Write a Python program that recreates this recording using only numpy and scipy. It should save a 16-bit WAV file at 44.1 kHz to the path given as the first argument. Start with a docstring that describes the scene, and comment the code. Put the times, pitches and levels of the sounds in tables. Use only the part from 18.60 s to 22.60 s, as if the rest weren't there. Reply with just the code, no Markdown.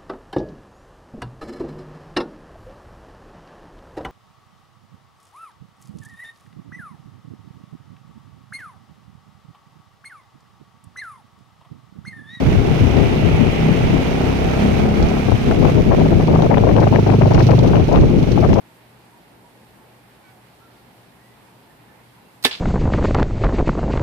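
"""A compound bow, held at full draw and then shot in a quiet yard.
The release clicks, the string whizzes forward and slams home; limbs, riser and fittings ring and buzz.
Hedge and walls throw the snap back as a short, bright, scattered echo.
Underneath lies a bed of distant traffic and leaves, a low machine hum and far bird whistles."""
import sys
import numpy as np
from scipy import signal
from scipy.fft import rfft, irfft
from scipy.io import wavfile

SR = 44100
rng = np.random.default_rng(int(sys.argv[2]) if len(sys.argv) > 2 else 0)


def file_out(sig):
    """Save sig as 16-bit WAV at sys.argv[1]."""
    # one column per channel
    cols = np.atleast_2d(sig).T
    # limit, then scale
    lim = np.clip(cols, -1, 1)
    pcm = np.round(lim * 32767).astype(np.int16)
    wavfile.write(sys.argv[1], SR, pcm)


N = 176400
T = np.arange(N) / SR
FREQS = np.maximum(np.arange(N // 2 + 1) * SR / N, 1)
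SIDES = np.array([[1], [-1]])  # left, right
SLAM_S = 3.8513  # the main hit


def undb(db):
    """Decibels to gain."""
    return 10 ** (np.asarray(db) / 20)


def unit(x):
    """Scale to rms 1."""
    return x / np.sqrt(np.mean(x ** 2))


def curve(points):
    """Join (f/Hz, value) points on a log-frequency axis."""
    hz, value = np.array(points).T
    return np.interp(np.log(FREQS), np.log(hz), value)


def noise(colour):
    """Coloured noise of rms 1, unrelated left and right."""
    return unit(irfft(rfft(rng.standard_normal((2, N))) * undb(curve(colour)), N))


def drift(rate):
    """Smooth random modulator of rms 1, moving about rate times a second."""
    return unit(irfft(rfft(rng.standard_normal(N)) / (1 + (FREQS / rate) ** 4), N))


def grain(rate, depth):
    """Fast random gain of rms 1 that roughens a texture."""
    return unit(np.exp(depth * drift(rate) / 2))


def decay(start, t60):
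    """Hard attack, then a fall of 60 dB every t60 seconds."""
    return (T >= start) * np.exp(-np.log(1000) * np.maximum(T - start, 0) / t60)


def pan(db):
    """Left and right gains for a level difference."""
    return undb(SIDES * db / 2)


def click(start, colour):
    """One minimum-phase impulse of unit energy with the given colour."""
    cepstrum = irfft(np.log(undb(curve(colour))), N)
    shape = irfft(np.exp(rfft(2 * cepstrum[:N // 2], N)), N)
    placed = np.interp(np.arange(N) - round(start * SR), np.arange(N), shape, left=0)
    return placed / np.sqrt(np.sum(shape ** 2))


# EQ of the traffic and leaves: f/Hz, level/dB
AIR_COLOUR = [(20, -42), (35, -32), (55, -5.5), (85, -9.5), (140, -4.5), (190, -1.5), (300, -5.5),
              (600, -9.5), (870, -6.5), (1250, -14), (1900, -15), (3000, -19.5), (4500, -23), (6300, -30.5),
              (9500, -26.5), (14500, -28)]
# Stereo likeness of the bed: f/Hz, L-R correlation
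AIR_CORRELATION = [(60, 0.75), (130, .9), (290, 0.62), (640, 0.49), (1400, 0.078), (3000, 0.024)]
# Lean of the bed: f/Hz, L-R/dB
AIR_PAN = [(110, 1.5), (700, -.5), (1300, -2), (2400, -4.5), (4400, -1), (8000, 1.5)]

def air():
    """Far traffic and leaves: a bed narrow in the bass and wide on top, each octave flickering a little."""
    mid, side = rfft(noise(AIR_COLOUR))
    likeness = curve(AIR_CORRELATION)
    stereo = (mid * np.sqrt(1 + likeness) + side * np.sqrt(1 - likeness) * SIDES) * pan(curve(AIR_PAN))
    bed = np.zeros((2, N))
    for octave in range(4, 16):
        band = np.maximum(1 - abs(np.log2(FREQS) - octave), 0)
        bed += irfft(stereo * band, N) * undb(.8 * drift(6.6))
    return undb(-50.5 + .1 * drift(1)) * unit(bed)


def machine_hum(hz=119.8):
    """A machine's low tone, wavering in level and phase."""
    level = undb(-56) * (1 + .34 * drift(6))
    return level * np.sin(2 * np.pi * hz * T + .5 * drift(2.9))


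# Bird calls: t/s, length/s, start f/Hz, end f/Hz, level/dB
BIRD_CALLS = [(0.514, 0.074, 941, 965, -58.5), (0.831, 0.04, 950, 960, -58.5),
              (1.632, 0.108, 1493, 1520, -62), (1.632, 0.089, 2245, 2284, -63), (1.691, .12, 760, 720, -60),
              (2.001, 0.089, 1335, 1380, -58), (2.15, .07, 1375, 1357, -65), (2.566, .2, 1857, 2020, -63),
              (3.07, 0.075, 1774, 1770, -61), (3.28, 0.05, 1780, 1756, -61), (3.633, .08, 2750, 2710, -68)]

def birds():
    """Thin gliding whistles off to the right, blurred by distance."""
    calls = np.zeros(N)
    waver = 1 + .016 * drift(38)
    for start, length, start_hz, end_hz, db in BIRD_CALLS:
        along = np.clip((T - start) / length, 0, 1)
        hz = (start_hz + (end_hz - start_hz) * along) * waver
        arch = np.sqrt(2 * abs(np.sin(np.pi * along)))
        calls += undb(db) * arch * np.sin(2 * np.pi * np.cumsum(hz) / SR)
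    tail = rng.standard_normal((2, N)) * decay(0, t60=.27)
    reverb = signal.fftconvolve(calls[None], unit(tail) / np.sqrt(N), axes=1)[:, :N]
    return (calls + .63 * reverb) * pan(db=-5)


# Slaps off the walls: t/s, level/dB, t60/s, L-R/dB
WALL_SLAPS = [(3.9108, -24, 0.038, -1), (3.9142, -26, 0.017, -7), (3.9278, -22.5, .01, 7)]
# Bright EQ of slaps and hedge: f/Hz, level/dB
SLAP_COLOUR = [(150, -33), (600, -13), (1400, -18), (2400, -4), (3400, 2), (4800, -4.5), (6300, -27),
               (9000, -29), (14500, -48)]
# Darker EQ of the yard's tail: f/Hz, level/dB
TAIL_COLOUR = [(100, -12), (450, -2.5), (1200, -2), (3300, -5), (5000, -7), (6500, -12.5), (14500, -32)]

def echoes(hedge_s=3.912, attack_s=.017):
    """The snap comes back: distinct slaps, grainy scatter from the hedge and the yard's faint tail."""
    slaps = sum(undb(db) * decay(start, t60) * pan(pan_db) for start, db, t60, pan_db in WALL_SLAPS)
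    attack = np.clip((T - hedge_s) / attack_s, 0, 1)
    hedge = undb(-24.5) * attack * decay(hedge_s, t60=.25) * pan(db=-2) * grain(rate=300, depth=.5)
    early = np.hypot(slaps, hedge) * noise(SLAP_COLOUR)  # the envelopes add in power
    tail = undb(-32) * decay(SLAM_S, t60=.6) * noise(TAIL_COLOUR)
    return early + tail


# Ticks ahead of the hit: t/s, level/dB, t60/s
RELEASE_TICKS = [(3.8262, -37.5, 0.091), (3.839, -25, 0.03)]
# Their crisp EQ: f/Hz, level/dB
RELEASE_COLOUR = [(500, -16), (2800, -13), (4200, -1.5), (5400, -9), (6500, -18), (8800, -11), (11500, -18),
                  (13700, -7), (15000, -14)]

def release():
    """Small clicks as the release opens and the string starts to move."""
    envelope = sum(undb(db) * decay(start, t60) for start, db, t60 in RELEASE_TICKS)
    return envelope * noise(RELEASE_COLOUR)[0]


# EQ of the buzz: f/Hz, level/dB
FITTINGS_COLOUR = [(80, -23), (180, -14), (300, -7.5), (900, -5), (1300, -5), (2300, -1.5), (3500, -0.5),
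                   (5000, -5.5), (6300, -18), (9500, -12.5), (14500, -20)]

def fittings():
    """The hit shakes the fittings into a short, grainy buzz; returns mid and side."""
    return undb(-14) * decay(SLAM_S, t60=.099) * grain(rate=460, depth=.41) * noise(FITTINGS_COLOUR)


# EQ of the rasp in the whizz: f/Hz, level/dB
WHIZZ_COLOUR = [(100, -14), (400, 7), (1000, -11), (2000, -4), (3400, -5), (4600, 6), (6200, -22),
                (10000, -15), (14500, -20)]

def whizz(start_s=3.8425, length_s=.0063, fade_s=.0035, start_hz=1610, end_hz=3660, rise_db=37):
    """String and arrow gather speed: a rough climbing tone and a rasp swell until the arrow leaves."""
    age = T - start_s
    travel = np.clip(age / length_s, 0, 1)
    hz = start_hz * (end_hz / start_hz) ** travel
    swell = (age > 0) * undb(-4 - rise_db * (1 - travel))
    fade_out = np.exp(-np.maximum(age - length_s, 0) / fade_s)
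    tone = (1 + .15 * drift(970)) * np.sin(2 * np.pi * np.cumsum(hz) / SR)
    rasp = undb(-11) * noise(WHIZZ_COLOUR)[0]
    return swell * fade_out * (tone + rasp)


# Ringing modes of the bow: f/Hz, level/dB, t60/s
RING_MODES = [(106, -37, .12), (256.4, -15.5, .07), (386.5, -25.5, 0.15), (458, -15, 0.074),
              (770, -23.5, 0.062), (876, -28, 0.086), (1400, -43, .09), (1748, -22, 0.17),
              (2208, -25, 0.08), (2630, -24, .09), (2950, -29, .1), (3080, -33, 0.15), (3560, -13.5, 0.074),
              (3850, -24, 0.09)]
# EQ of the crack: f/Hz, level/dB
SLAM_COLOUR = [(50, -33), (120, -13), (250, 2.5), (450, 0.5), (800, 3.5), (1400, -10), (2800, 3.5),
               (4200, -14), (6000, -19), (7500, -6.5), (15000, -15)]

def slam():
    """The string hits its stop: a crack with a spray of noise, and limbs, string and riser ring."""
    ring = np.zeros(N)
    for k, (hz, db, t60) in enumerate(RING_MODES):
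        ring += (-1) ** k * undb(db) * decay(SLAM_S, t60) * np.sin(2 * np.pi * hz * (T - SLAM_S))
    crack = -undb(10) * click(SLAM_S, SLAM_COLOUR)
    spray = undb(-15) * decay(SLAM_S, t60=.01) * noise(SLAM_COLOUR)[0]
    return ring + crack + spray


# Stereo placement of the bow: f/Hz, L-R/dB
BOW_PAN = [(100, -3), (220, 1), (1200, 2), (2200, -7), (4400, -7), (8000, -4), (14000, -1.5)]

def bow(low_cut_hz=70, wide_above_hz=1500, width=.81, left_lag_s=.000129):
    """The whole shot: little deep bass radiates, the buzz spreads the treble, the right side leads."""
    ticks = release()
    buzz_mid, buzz_side = fittings()
    low_cut = signal.butter(3, low_cut_hz, "high", fs=SR, output="sos")
    mid = signal.sosfilt(low_cut, ticks + whizz() + slam() + buzz_mid)
    treble = FREQS ** 4 / (FREQS ** 4 + wide_above_hz ** 4)
    stereo = rfft(mid) + width * treble * rfft(buzz_side) * SIDES
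    lag = np.exp(-2j * np.pi * FREQS * np.array([[left_lag_s], [0]]))
    return irfft(stereo * lag * pan(curve(BOW_PAN)), N)


def scene():
    """The shot and its echoes over the yard's quiet ambience."""
    return bow() + echoes() + air() + machine_hum() + birds()


def record(dry):
    """Master chain: hard clipping at full scale, then a steep low-pass at 14.7 kHz."""
    low_pass = signal.ellip(10, .2, 70, 14700, fs=SR, output="sos")
    return signal.sosfilt(low_pass, np.clip(dry, -1, 1))


dry = scene()
out = record(dry)
file_out(out)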